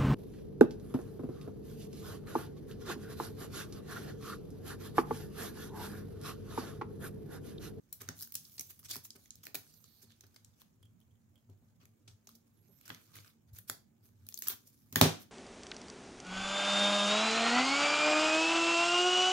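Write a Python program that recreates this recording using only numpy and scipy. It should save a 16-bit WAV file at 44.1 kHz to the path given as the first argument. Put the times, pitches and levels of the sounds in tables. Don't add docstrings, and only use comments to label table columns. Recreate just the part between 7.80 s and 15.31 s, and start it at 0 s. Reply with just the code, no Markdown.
import sys
import numpy as np
from scipy import signal
from scipy.fft import rfft, irfft, next_fast_len
from scipy.io import wavfile
from scipy.ndimage import uniform_filter1d

SR = 44100
rng = np.random.default_rng(int(sys.argv[2]) if len(sys.argv) > 2 else 0)


def to_wav(s):
    ch = np.atleast_2d(s).T
    pcm = np.round(np.clip(ch, -1, 1) * 32767)
    wavfile.write(sys.argv[1], SR, pcm.astype(np.int16))


N = 331191

# t/s, relative peak/dB, body/dB and fizz/dB against the peak,
# body ring f/Hz, rasp ring f/Hz, decay time constant/ms
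LANDINGS = [(7.1255, -37.5, -5.5, -6.5, 1050, 6750, 2), (7.1577, -20, 4, -2.5, 1840, 6390, 1.92),
            (7.212, -3.5, -4.5, -15.5, 790, 2920, 1.86)]
# t/s, left over right level/dB
HAND_PLACES = [(0, -1), (1.0, -1.5), (1.7, -1.5), (2.2, -3), (2.8, 0), (4.5, -0.5), (5.1, -2.5),
               (5.75, -1.5), (5.9, -2), (6.7, -0.5), (7.2, -1)]
# t/s, level/dB, contact time/ms, swell of the low rumble/dB
TOUCHES = [(0.214, -50, 1.6, -60), (0.286, -40, 3.5, -52), (0.546, -62.5, 4, -72), (0.789, -52.5, 3.8, -61),
           (0.898, -112, 3.7, -74), (1.049, -64, 4.3, -56.5), (1.157, -46.5, 3.1, -62),
           (1.35, -53.5, 1.9, -73), (1.553, -56.5, 9.6, -67), (1.745, -47, 1.8, -65), (1.902, -80, 4, -78),
           (2.227, -58.5, 1.9, -69), (2.433, -60, 2.3, -63), (2.65, -64, 4.9, -62), (2.96, -72, 4.3, -70),
           (3.039, -67, 3.1, -56.5), (3.275, -67, 3.4, -62), (3.448, -76, 4, -68), (3.689, -53, 3.3, -55.5),
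           (3.818, -60, 4.4, -74), (4.025, -59, 3.9, -65.5), (4.272, -59, 3, -58), (4.471, -63, 2.3, -92),
           (4.546, -65, 3.8, -90), (4.751, -76, 3.4, -72), (4.889, -60.5, 1.3, -95), (5.103, -47.5, 4, -68),
           (5.36, -55, 6.9, -59), (5.721, -41, 16.4, -53), (5.896, -48, 3.5, -65), (6.201, -65, 6.2, -69),
           (6.389, -76, 4, -56.5), (6.677, -67, 1.3, -60), (7.123, -43, 4.2, -76), (7.16, -26.5, 3.9, -69),
           (7.213, -12, 3.7, -53), (7.252, -20, 3, -55)]


def snaps():
    buckles = [(0.1264, -34, -20.5, -3.5, 745, 7260, 2.8), (0.2164, -34, -12.5, -9.5, 1150, 7050, 1.9),
               (0.2876, -28, -4.5, -16.5, 1550, 6060, 1.9), (0.39, -38.5, -39, -8, 1190, 7180, 1.2),
               (0.4014, -39, -30, -12, 1550, 4470, 1.3), (0.409, -34.5, -18, -6, 1610, 4480, 0.93),
               (0.4168, -39.5, -16, -3, 1570, 5530, 1.5), (0.423, -35, -19.5, -4, 1660, 4930, 3.4),
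               (0.431, -33, -20, -10.5, 1620, 5360, 1.1), (0.4738, -49, -10, 2, 1570, 6530, 1.2),
               (0.5218, -42, -13, 3, 2130, 5530, 1.7), (0.5402, -41.5, -19, -2, 2150, 5130, 4.5),
               (0.5525, -21, -26.5, -12.5, 1700, 8000, 2.6), (0.6501, -41.5, -38, -35, 2300, 4700, 4),
               (0.7796, -34.5, -16, -23, 2310, 4330, 3.8), (0.794, -27, -19.5, -11.5, 2300, 6100, 2.6),
               (0.8082, -33, -18, -5, 2250, 6040, 2.5), (1.0296, -49.5, -11, -19, 1180, 5170, 1.3),
               (1.1138, -32.5, -11, -10, 2300, 6170, 1), (1.1567, -37, -0.5, -3, 1100, 5620, 1.23),
               (1.1645, -32, -17, -7, 2320, 4600, 2), (1.1765, -45, -24, -14, 2100, 5270, 1.5),
               (1.252, -41, -12, -24, 1130, 7100, 2), (1.3045, -30, -31, -30, 2300, 4400, 1.7),
               (1.4564, -53, -7.5, -21, 2180, 6570, 3.2), (1.506, -28.5, -48, -52, 1600, 6700, 1.16),
               (1.555, -44.5, -29, -9, 1610, 5570, 1.4), (1.6524, -44, -12, -6, 2160, 5880, 3.2),
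               (1.6634, -48, -3, -6, 1300, 4890, 0.94), (1.6683, -34.5, 3.5, -8, 1750, 3470, 0.68),
               (1.7446, -35.5, -1, 0, 780, 4530, 2.5), (1.7519, -26, -9, -6.5, 2400, 3660, 2.5),
               (1.865, -59, -3, -19, 1560, 3200, 1.7), (1.938, -51, -22, -12, 1560, 6500, 3),
               (2.0414, -43.5, -17, -17, 1200, 6760, 1.3), (2.304, -54.5, -3, -19, 1610, 4000, 1.6),
               (2.3201, -49, -18, -27, 1610, 3450, 1.45), (2.4076, -42, -18, -18, 2220, 6360, 2),
               (2.4357, -57.5, 0.5, -13, 1780, 5600, 5.2), (2.4663, -53.5, -25, -9, 1480, 5000, 1.6),
               (2.5407, -59.5, -8, -10, 1620, 5430, 7.2), (2.5606, -43.5, -7.5, -20, 2140, 4730, 3),
               (2.6463, -40.5, -29, -19, 2300, 7300, 1.5), (2.817, -48, -4, -9, 825, 3240, 1.3),
               (3.202, -60.5, -17, -8, 724, 3120, 1.9), (3.6978, -58.5, -24, -15, 735, 2520, 2.5),
               (4.0537, -53, -4.5, -7, 2490, 6700, 1.9), (4.276, -41.5, -13, -40, 2480, 3450, 6.3),
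               (4.4706, -41.5, -14.5, -21, 810, 6350, 3.4), (4.49, -47.5, -7, -6, 1200, 4500, 1.8),
               (4.5502, -50.5, -30, -10, 756, 5500, 5.6), (5.0114, -53.5, -3.5, -2, 2180, 6940, 1.3),
               (5.053, -49, -9, -10, 1840, 5270, 8.8), (5.0784, -40, -9, -13, 1590, 7200, 2.2),
               (5.0914, -48, -3, -5, 2160, 4770, 4.2), (5.1016, -44, 13.5, -30, 1730, 2610, 1.95),
               (5.1466, -35, -9.5, -18, 2170, 5850, 0.64), (5.3544, -44.5, -3, -8, 2080, 3200, 3.2),
               (5.365, -44.5, -7, -8, 1530, 2530, 2.9), (5.3864, -57.5, 15, -13, 2180, 3160, 1.4),
               (5.446, -51, -3, -21, 1530, 3190, 1.3), (5.4775, -48.5, -15, -31, 1290, 4860, 1.5),
               (5.7854, -42, -9, -2, 1610, 2630, 2.5), (5.8978, -23, -6, -6.5, 1440, 7400, 1.3),
               (6.2894, -60, -6, -23, 1350, 6400, 1.3), (6.4658, -46.5, -21, -6, 1540, 3960, 2.1),
               (6.4879, -37, -10.5, -1, 2370, 5100, 1.1), (6.5244, -37.5, -15, -26, 2290, 4600, 1),
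               (6.542, -27.5, -32, -9, 1550, 6570, 0.95), (6.575, -31, -43, -11, 1790, 4500, 1.4),
               (6.5891, -42, -14, 5, 750, 4590, 1.6), (6.6218, -24, -18, -9.5, 1830, 6700, 1.03),
               (6.6701, -30.5, -8, -12, 1510, 4830, 2.3), (6.6738, -24.5, -22, -11, 1310, 7100, 1.8),
               (6.6835, -24, -12, 3, 1170, 6400, 1.17), (6.8705, -51.5, -35, -12, 872, 9000, 5.4)]
    ring_share = 0.35
    drive = np.zeros((2, 3, 2, N))
    ms = np.arange(900) / SR * 1000
    hands = curve(HAND_PLACES)
    for rows, room_db, stray_db in ((buckles, -6.5, 1.1), (LANDINGS, -3.5, 0)):
        for s, peak_db, body_db, fizz_db, body_hz, rasp_hz, decay_ms in rows:
            rise = (1 - np.exp(-ms / (0.18 + 0.22 * decay_ms))) ** 2
            shape = rise * np.exp(-ms / max(decay_ms, .2))
            plain = pair(len(ms), .15) * shape / shape.max()
            broad = np.array([0.59 * plain, 0.42 * plain, plain])
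            rasp_ring = 1.17 * resonate(plain, rasp_hz, 1700)
            body_ring = 0.93 * resonate(plain, body_hz, 580)
            rings = np.array([rasp_ring, body_ring, 0 * plain])
            levels = gain_of(peak_db + np.array([-10, body_db, fizz_db]))[:, None, None]
            pan_db = hands[round(s * SR)] + stray_db * rng.standard_normal()
            burst = np.array([broad + rings, gain_of(room_db) * (broad + ring_share * rings)])
            add(drive, s, burst * levels * sides(pan_db)[:, None])
    return drive


def rubbing():
    # f/Hz, width/Hz
    holder_modes = [(1190, 220), (1580, 280), (2250, 300)]
    hum_db = -17
    _, _, z = signal.stft(pair(N, 0.05), SR, nperseg=256)
    patches = uniform_filter1d(rng.standard_normal(z.shape[1:]), size=5, axis=0)
    patches = uniform_filter1d(patches, size=9, axis=1)
    noise = signal.istft(z * gain_of(2.8 * evened(patches)), SR, nperseg=256)[1][:, :N]
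    crackles = (rng.random(N) < 60 / SR) * gain_of(2.1 * np.minimum(rng.exponential(1, N), 3))
    crackles = signal.oaconvolve(crackles, np.exp(-np.arange(200) / 35))[:N]
    grain = gain_of(2.2 * slow(N, 40) + 1.8 * slow(N, 350))
    rough = evened((grain + crackles) * noise)
    hums = np.zeros((2, N))
    for hz, width in holder_modes:
        band = signal.lfilter(*signal.iirpeak(hz, hz / width, SR), rough)
        hums += band * gain_of(5 * slow(N, 1600))
    body = 0.63 * rough + gain_of(hum_db) * evened(hums)
    return pressure() * np.array([rough, body, rough])


def pressure():
    # loudest at t/s, rise/s, fall/s, rasp/dB, body/dB and fizz/dB against the rasp
    strokes = [(0.216, 0.017, 0.029, -62, 7, 2.5), (0.3, 0.11, 0.031, -79, 9, -2.5),
               (0.42, 0.079, 0.05, -59.5, -14, 4), (0.69, 0.32, 0.58, -70.5, -16, 6),
               (0.905, .014, 0.019, -54.5, -8, 3), (0.996, 0.0083, 0.016, -79, 10, 20),
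               (1.052, 0.019, 0.028, -58, -3, -7), (1.099, 0.018, 0.1, -46, -8, -5),
               (1.251, 0.02, 0.026, -60.5, -20, 10), (1.362, .012, 0.0095, -59, -1.5, 2),
               (1.46, 0.15, 0.037, -78, -28, 4), (1.638, .009, 0.012, -55, -4, -1),
               (1.8, 0.078, 0.66, -72.5, -6, 1), (2.234, 0.022, 0.019, -61.5, -7, -2),
               (2.805, 0.0086, .03, -70, -6, 1.5), (4.012, 0.014, 0.046, -78.5, 7, -7),
               (4.3, 0.022, 0.062, -74.5, -5, -12), (4.5, 0.034, 0.084, -76.5, -4, 2),
               (5.105, 0.078, 0.17, -74.5, 11, 0), (5.345, 0.015, .08, -67, 1.5, -8),
               (5.48, 0.12, 0.074, -80, 10, 8), (5.69, 0.018, .02, -87.5, 5, -1),
               (5.744, 0.017, 0.034, -70, -18, 8), (5.785, 0.047, .017, -65.5, -1, 4),
               (5.894, 0.023, 0.017, -54.5, -4, 4), (6.25, 0.029, .08, -80.5, -4, 10),
               (6.63, .012, 0.042, -56, -6, 3), (6.667, 0.015, .012, -62, 4, -4),
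               (6.699, 0.0082, 0.044, -53.5, 6, 9), (6.721, .02, .035, -56, -2, -6),
               (6.885, 0.04, 0.022, -75, -17, 5), (6.92, 0.12, 0.37, -85, -15, 8),
               (7.42, 0.033, 0.028, -66.5, -7.5, 6)]
    # t/s, rasp/dB
    sliding = [(0.0, -86), (0.11, -84), (0.19, -80), (1.0, -85), (1.6, -81), (2.0, -102), (2.28, -81.5),
               (2.45, -82), (2.84, -83.5), (3.05, -90), (4.37, -88.5), (4.75, -86), (5.06, -78.5),
               (5.4, -73.5), (5.55, -90.5), (6.3, -90.5), (6.7, -69), (6.85, -85), (7.51, -88.5)]
    rise_bend, fall_bend = 1.47, 1.9
    press = gain_of(curve(sliding) + np.array([[0], [-1.55], [-1.5]]))
    for s, rise, fall, rasp_db, body_db, fizz_db in strokes:
        up, down = (np.sin(np.pi / 2 * np.arange(0, span, 1 / SR) / span) for span in (rise, fall))
        shape = np.r_[up ** rise_bend, down[::-1] ** fall_bend]
        add(press, s - rise, gain_of(rasp_db + np.array([[0], [body_db], [fizz_db]])) * shape)
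    return press[:, None] * sides(curve(HAND_PLACES))


def settling():
    t60, shares_db = 0.33, [-29.5, -23.5, -43]
    out, t = np.zeros((3, 2, N)), np.arange(SR // 3) / SR
    for s, peak_db, *_ in LANDINGS:
        rattle = pair(len(t), 0.11) * gain_of(-60 * t / t60) * (1 - np.exp(-t / 0.017))
        add(out, s, gain_of(peak_db + np.array(shares_db))[:, None, None] * rattle)
    return out


def film(drive):
    # f/Hz, relative density/dB per Hz
    film_spectrum = [(290, 3.5), (500, -11.5), (836, -16.5), (1260, -12.5), (1990, -15.5), (2780, -11),
                     (3520, -3.5), (5630, 2), (6240, 3), (7890, -2.5), (10100, 1), (12100, 10.5),
                     (13600, 8.5), (15700, 8), (16700, -17)]
    size = next_fast_len(N)
    hz = np.fft.rfftfreq(size, 1 / SR)
    body = 1 / (1 + (hz / 2500) ** 8)
    fizz = 1 / (1 + (9000 / (hz + 1)) ** 16)
    thin = 1 / (1 + (550 / (hz + 1)) ** 4)
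    regions = np.clip([1 - body - fizz, body, fizz], 0, 1)
    shares = np.sqrt(regions * thin) * gain_of(read(film_spectrum, hz))
    shares /= np.sqrt(np.mean(shares ** 2, axis=1, keepdims=True))
    return irfft((rfft(drive, size) * shares[:, None]).sum(0), size)[:, :N]


def squeals():
    # t/s, length/s, first f/Hz, middle f/Hz, last f/Hz, relative level/dB
    glides = [(1.92, .08, 12800, 13050, 12800, -76), (2.0, .125, 12780, 13050, 13150, -81),
              (2.12, .115, 13000, 12870, 12300, -80), (1.95, .035, 14900, 15050, 15100, -84),
              (1.995, .048, 14950, 14950, 15200, -80), (1.98, .062, 11750, 11620, 11720, -82),
              (1.94, .05, 12250, 12330, 12250, -86), (2.07, .1, 14200, 14300, 14000, -83),
              (2.05, .07, 11000, 11250, 11200, -87), (2.165, .058, 15150, 14650, 14250, -83),
              (4.725, .04, 10900, 12200, 13100, -90), (4.765, .075, 10900, 11450, 11450, -86),
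              (4.82, .09, 14150, 14200, 14650, -89), (4.86, .135, 11250, 11620, 11700, -80),
              (4.9, .11, 12950, 13350, 13200, -80), (4.915, .07, 12200, 12450, 12550, -85),
              (4.98, .07, 12000, 11600, 11500, -84), (5.11, .06, 11850, 11950, 12200, -80),
              (5.19, .075, 10950, 10980, 11100, -87), (5.18, .1, 14600, 14550, 14150, -81),
              (5.28, .07, 14100, 13600, 12850, -89)]
    out = np.zeros(N)
    for s, length, first, middle, last, db in glides:
        t = np.arange(0, length, 1 / SR) / length
        bend = np.polyval(np.polyfit([0, .5, 1], [first, middle, last], 2), t)
        pitch = bend * (1 + .003 * slow(len(t), 300))
        blur = evened(resonate(rng.standard_normal(len(t)), pitch, 260))
        tone = 1.13 * np.sin(2 * np.pi * np.cumsum(pitch) / SR) + 0.24 * blur
        level = gain_of(db + 1.1 * slow(len(t), 400))
        add(out, s, tone * level * signal.windows.tukey(len(t), .3))
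    return out * sides(-22)[:, None]


def whisper():
    # t/s, f/Hz, relative level/dB
    path = [(1.879, 4600, -75), (1.944, 4760, -74.5), (2.034, 4130, -98), (2.04, 4170, -72),
            (2.21, 4460, -77.5), (2.23, 4640, -78), (2.282, 4480, -81), (2.318, 3470, -67.5),
            (2.381, 4180, -94)]
    s, hz, db = np.transpose(path)
    t = np.arange(s[0], s[-1], 1 / SR)
    band = evened(resonate(pair(len(t), 0.24), np.interp(t, s, hz), 1100))
    out = np.zeros((2, N))
    add(out, s[0], band * gain_of(np.interp(t, s, db)) * signal.windows.tukey(len(t), .2))
    return out * sides(-8.0)[:, None]


def rim():
    # t/s, relative level/dB
    ticks = [(2.796, -70), (3.0276, -59), (3.0524, -63.5), (3.212, -67.5), (3.3085, -74), (3.353, -73.5),
             (3.5552, -64), (3.577, -71), (3.699, -83)]
    rim_hz, width_hz, t60 = 3220, 370, 0.074
    out, t = np.zeros((2, N)), np.arange(3000) / SR
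    for s, db in ticks:
        touch = pair(len(t), 0.47)
        rattle = evened(resonate(touch, rim_hz, width_hz)) + 1.7 * touch * np.exp(-t / 0.0073)
        add(out, s, gain_of(db - 5.5 - 60 * t / t60) * rattle * np.minimum(t / 0.0014, 1))
    return out * sides(-2.5)[:, None]


def table():
    # f/Hz, relative level/dB, T60/s
    modes = [(103.2, -19.5, 0.27), (117.2, -10.5, 0.15), (158.9, -9.5, 0.18), (256.2, -1.5, 0.081),
             (393.3, -2, 0.11)]
    upper_db, upper_db_per_ms, upper_t60 = -11.5, -1.78, 0.29
    out, t = np.zeros((2, N)), np.arange(SR // 3) / SR
    ring = sum(gain_of(db - 60 * t / t60) * np.sin(2 * np.pi * hz * t) for hz, db, t60 in modes)
    ring *= 1 - np.exp(-t / 0.0021)
    upper = signal.butter(2, [300, 850], "band", fs=SR, output="sos")
    for s, db, contact_ms, _ in TOUCHES:
        push = np.hanning(max(round(contact_ms * SR / 1000), 5))
        boom = signal.oaconvolve(ring, push)[:len(t)]
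        dense = evened(signal.sosfilt(upper, pair(len(t), 0.19)))
        dense *= gain_of(upper_db + upper_db_per_ms * contact_ms - 60 * t / upper_t60)
        add(out, s, gain_of(db) * (boom / abs(boom).max() + dense * (1 - np.exp(-t / 0.0017))))
    return signal.sosfilt(signal.butter(2, 80, "high", fs=SR, output="sos"), out)


def rumble():
    # f/Hz, width/Hz, relative level/dB
    low_modes = [(103.8, 26.2, -4.5), (155, 90, -9.5), (226.3, 10.1, -5.5)]
    lag_s, width_s, rest_db = 0.035, 0.042, -72.5
    swell, t = np.full(N, gain_of(rest_db)), np.arange(-SR // 5, SR // 5) / SR
    shape = np.exp(-.5 * ((t - lag_s) / width_s) ** 2)
    for s, *_, swell_db in TOUCHES:
        add(swell, s + t[0], gain_of(swell_db) * shape)
    low, *rest = (gain_of(db) * evened(resonate(pair(N, 0.87), hz, width)) for hz, width, db in low_modes)
    return low * swell + gain_of(-73.5 + 2.5 * slow(N, 2500)) * sum(rest)


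def room(x):
    # f/Hz, T60/s
    decay = [(100, 0.7), (500, 0.26), (2000, 0.25), (6000, 0.27), (14000, 0.19)]
    taps = np.zeros((2, SR // 2))
    grid = np.arange(180, SR // 2 - 20, 20)
    at = grid + rng.integers(0, 20, (2, len(grid)))
    np.put_along_axis(taps, at, rng.choice([-1., 1.], at.shape), 1)
    hz, t, z = signal.stft(taps, SR, nperseg=256)
    tail = signal.istft(z * gain_of(-60 * t / read(decay, hz)[:, None]), SR, nperseg=256)[1]
    return signal.fftconvolve(x, tail / np.linalg.norm(tail[0]), axes=1)[:, :N]


def air():
    # f/Hz, relative density/dB per Hz
    air_spectrum = [(18, -37), (30, 1.5), (79, -10), (114, -1), (179, -7), (232, -5.5), (318, -12),
                    (598, -21.5), (3120, -35.5), (4170, -53.5), (5860, -90), (6510, -28), (9410, -43.5),
                    (12900, -41), (15900, -30.5)]
    # f/Hz, correlation
    likeness = [(60, 0.8), (180, 0.68), (550, 0.27), (1650, 0.01), (4970, 0.079), (15000, 0.01)]
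    frames, hz = N // 512 + 5, np.fft.rfftfreq(2048, 1 / SR)
    a, b, c, d, patches = rng.standard_normal((frames, 1025, 5)).T
    patches = evened(uniform_filter1d(uniform_filter1d(patches, 5, 0), 10, 1))
    same = np.clip(read(likeness, hz), -1, 1)[:, None]
    left = a + 1j * b
    right = same * left + np.sqrt(1 - same ** 2) * (c + 1j * d)
    lumpy_db = 1.1 + 3.2 / (1 + (hz / 400) ** 2)
    z = np.array([left, right])
    z *= gain_of(read(air_spectrum, hz)[:, None] + lumpy_db[:, None] * patches)
    noise = evened(signal.istft(z, nperseg=2048, noverlap=1536)[1][:, :N])
    return gain_of(-70.5) * noise * sides(-3.9)[:, None]


def gain_of(db):
    return 10 ** (np.asarray(db) / 20)


def evened(x):
    return x / np.sqrt(np.mean(x ** 2) + 1e-20)


def read(points, hz):
    f, value = np.transpose(points)
    return np.interp(np.log(hz + 1), np.log(f + 1), value)


def curve(points):
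    return np.interp(np.arange(N) / SR, *np.transpose(points))


def add(mix, s, sound):
    part = mix[..., round(s * SR):][..., :sound.shape[-1]]
    part += sound[..., :part.shape[-1]]


def sides(pan_db):
    return gain_of(np.array([pan_db, -pan_db]) / 2)


def pair(size, same):
    common, left, right = rng.standard_normal((3, size))
    same = np.clip(same, 0, 1)
    return np.sqrt(same) * common + np.sqrt(1 - same) * np.array([left, right])


def slow(size, span):
    smooth = uniform_filter1d(rng.standard_normal(size), round(span))
    return evened(uniform_filter1d(smooth, round(span)))


def resonate(x, hz, width):
    turn = np.exp(2j * np.pi * np.cumsum(hz * np.ones(x.shape[-1])) / SR)
    r = np.exp(-np.pi * width / SR)
    smooth = signal.lfilter([(1 - r) ** 2], [1, -2 * r, r * r], x / turn + 1e-18)
    return 2 * (turn * smooth).real


def scene():
    near, far = snaps()
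    rub = rubbing()
    tones = squeals() + rim() + whisper()
    echo = room(film(far + gain_of(-9.5) * rub) + gain_of(-11.0) * tones)
    return film(near + rub + settling()) + tones + echo + table() + rumble() + air()


def record(dry):
    thin = signal.sosfilt(signal.butter(3, 65, "high", fs=SR, output="sos"), dry)
    edges = [0, 15750, 15950, 16650, 16800, SR / 2]
    gains = [1, 1, .1, .1, 0, 0]
    treble = signal.firwin2(1023, edges, gains, window=("kaiser", 9), fs=SR)
    return signal.oaconvolve(thin, treble[None], "same")


dry = scene()
out = record(dry)
to_wav(out)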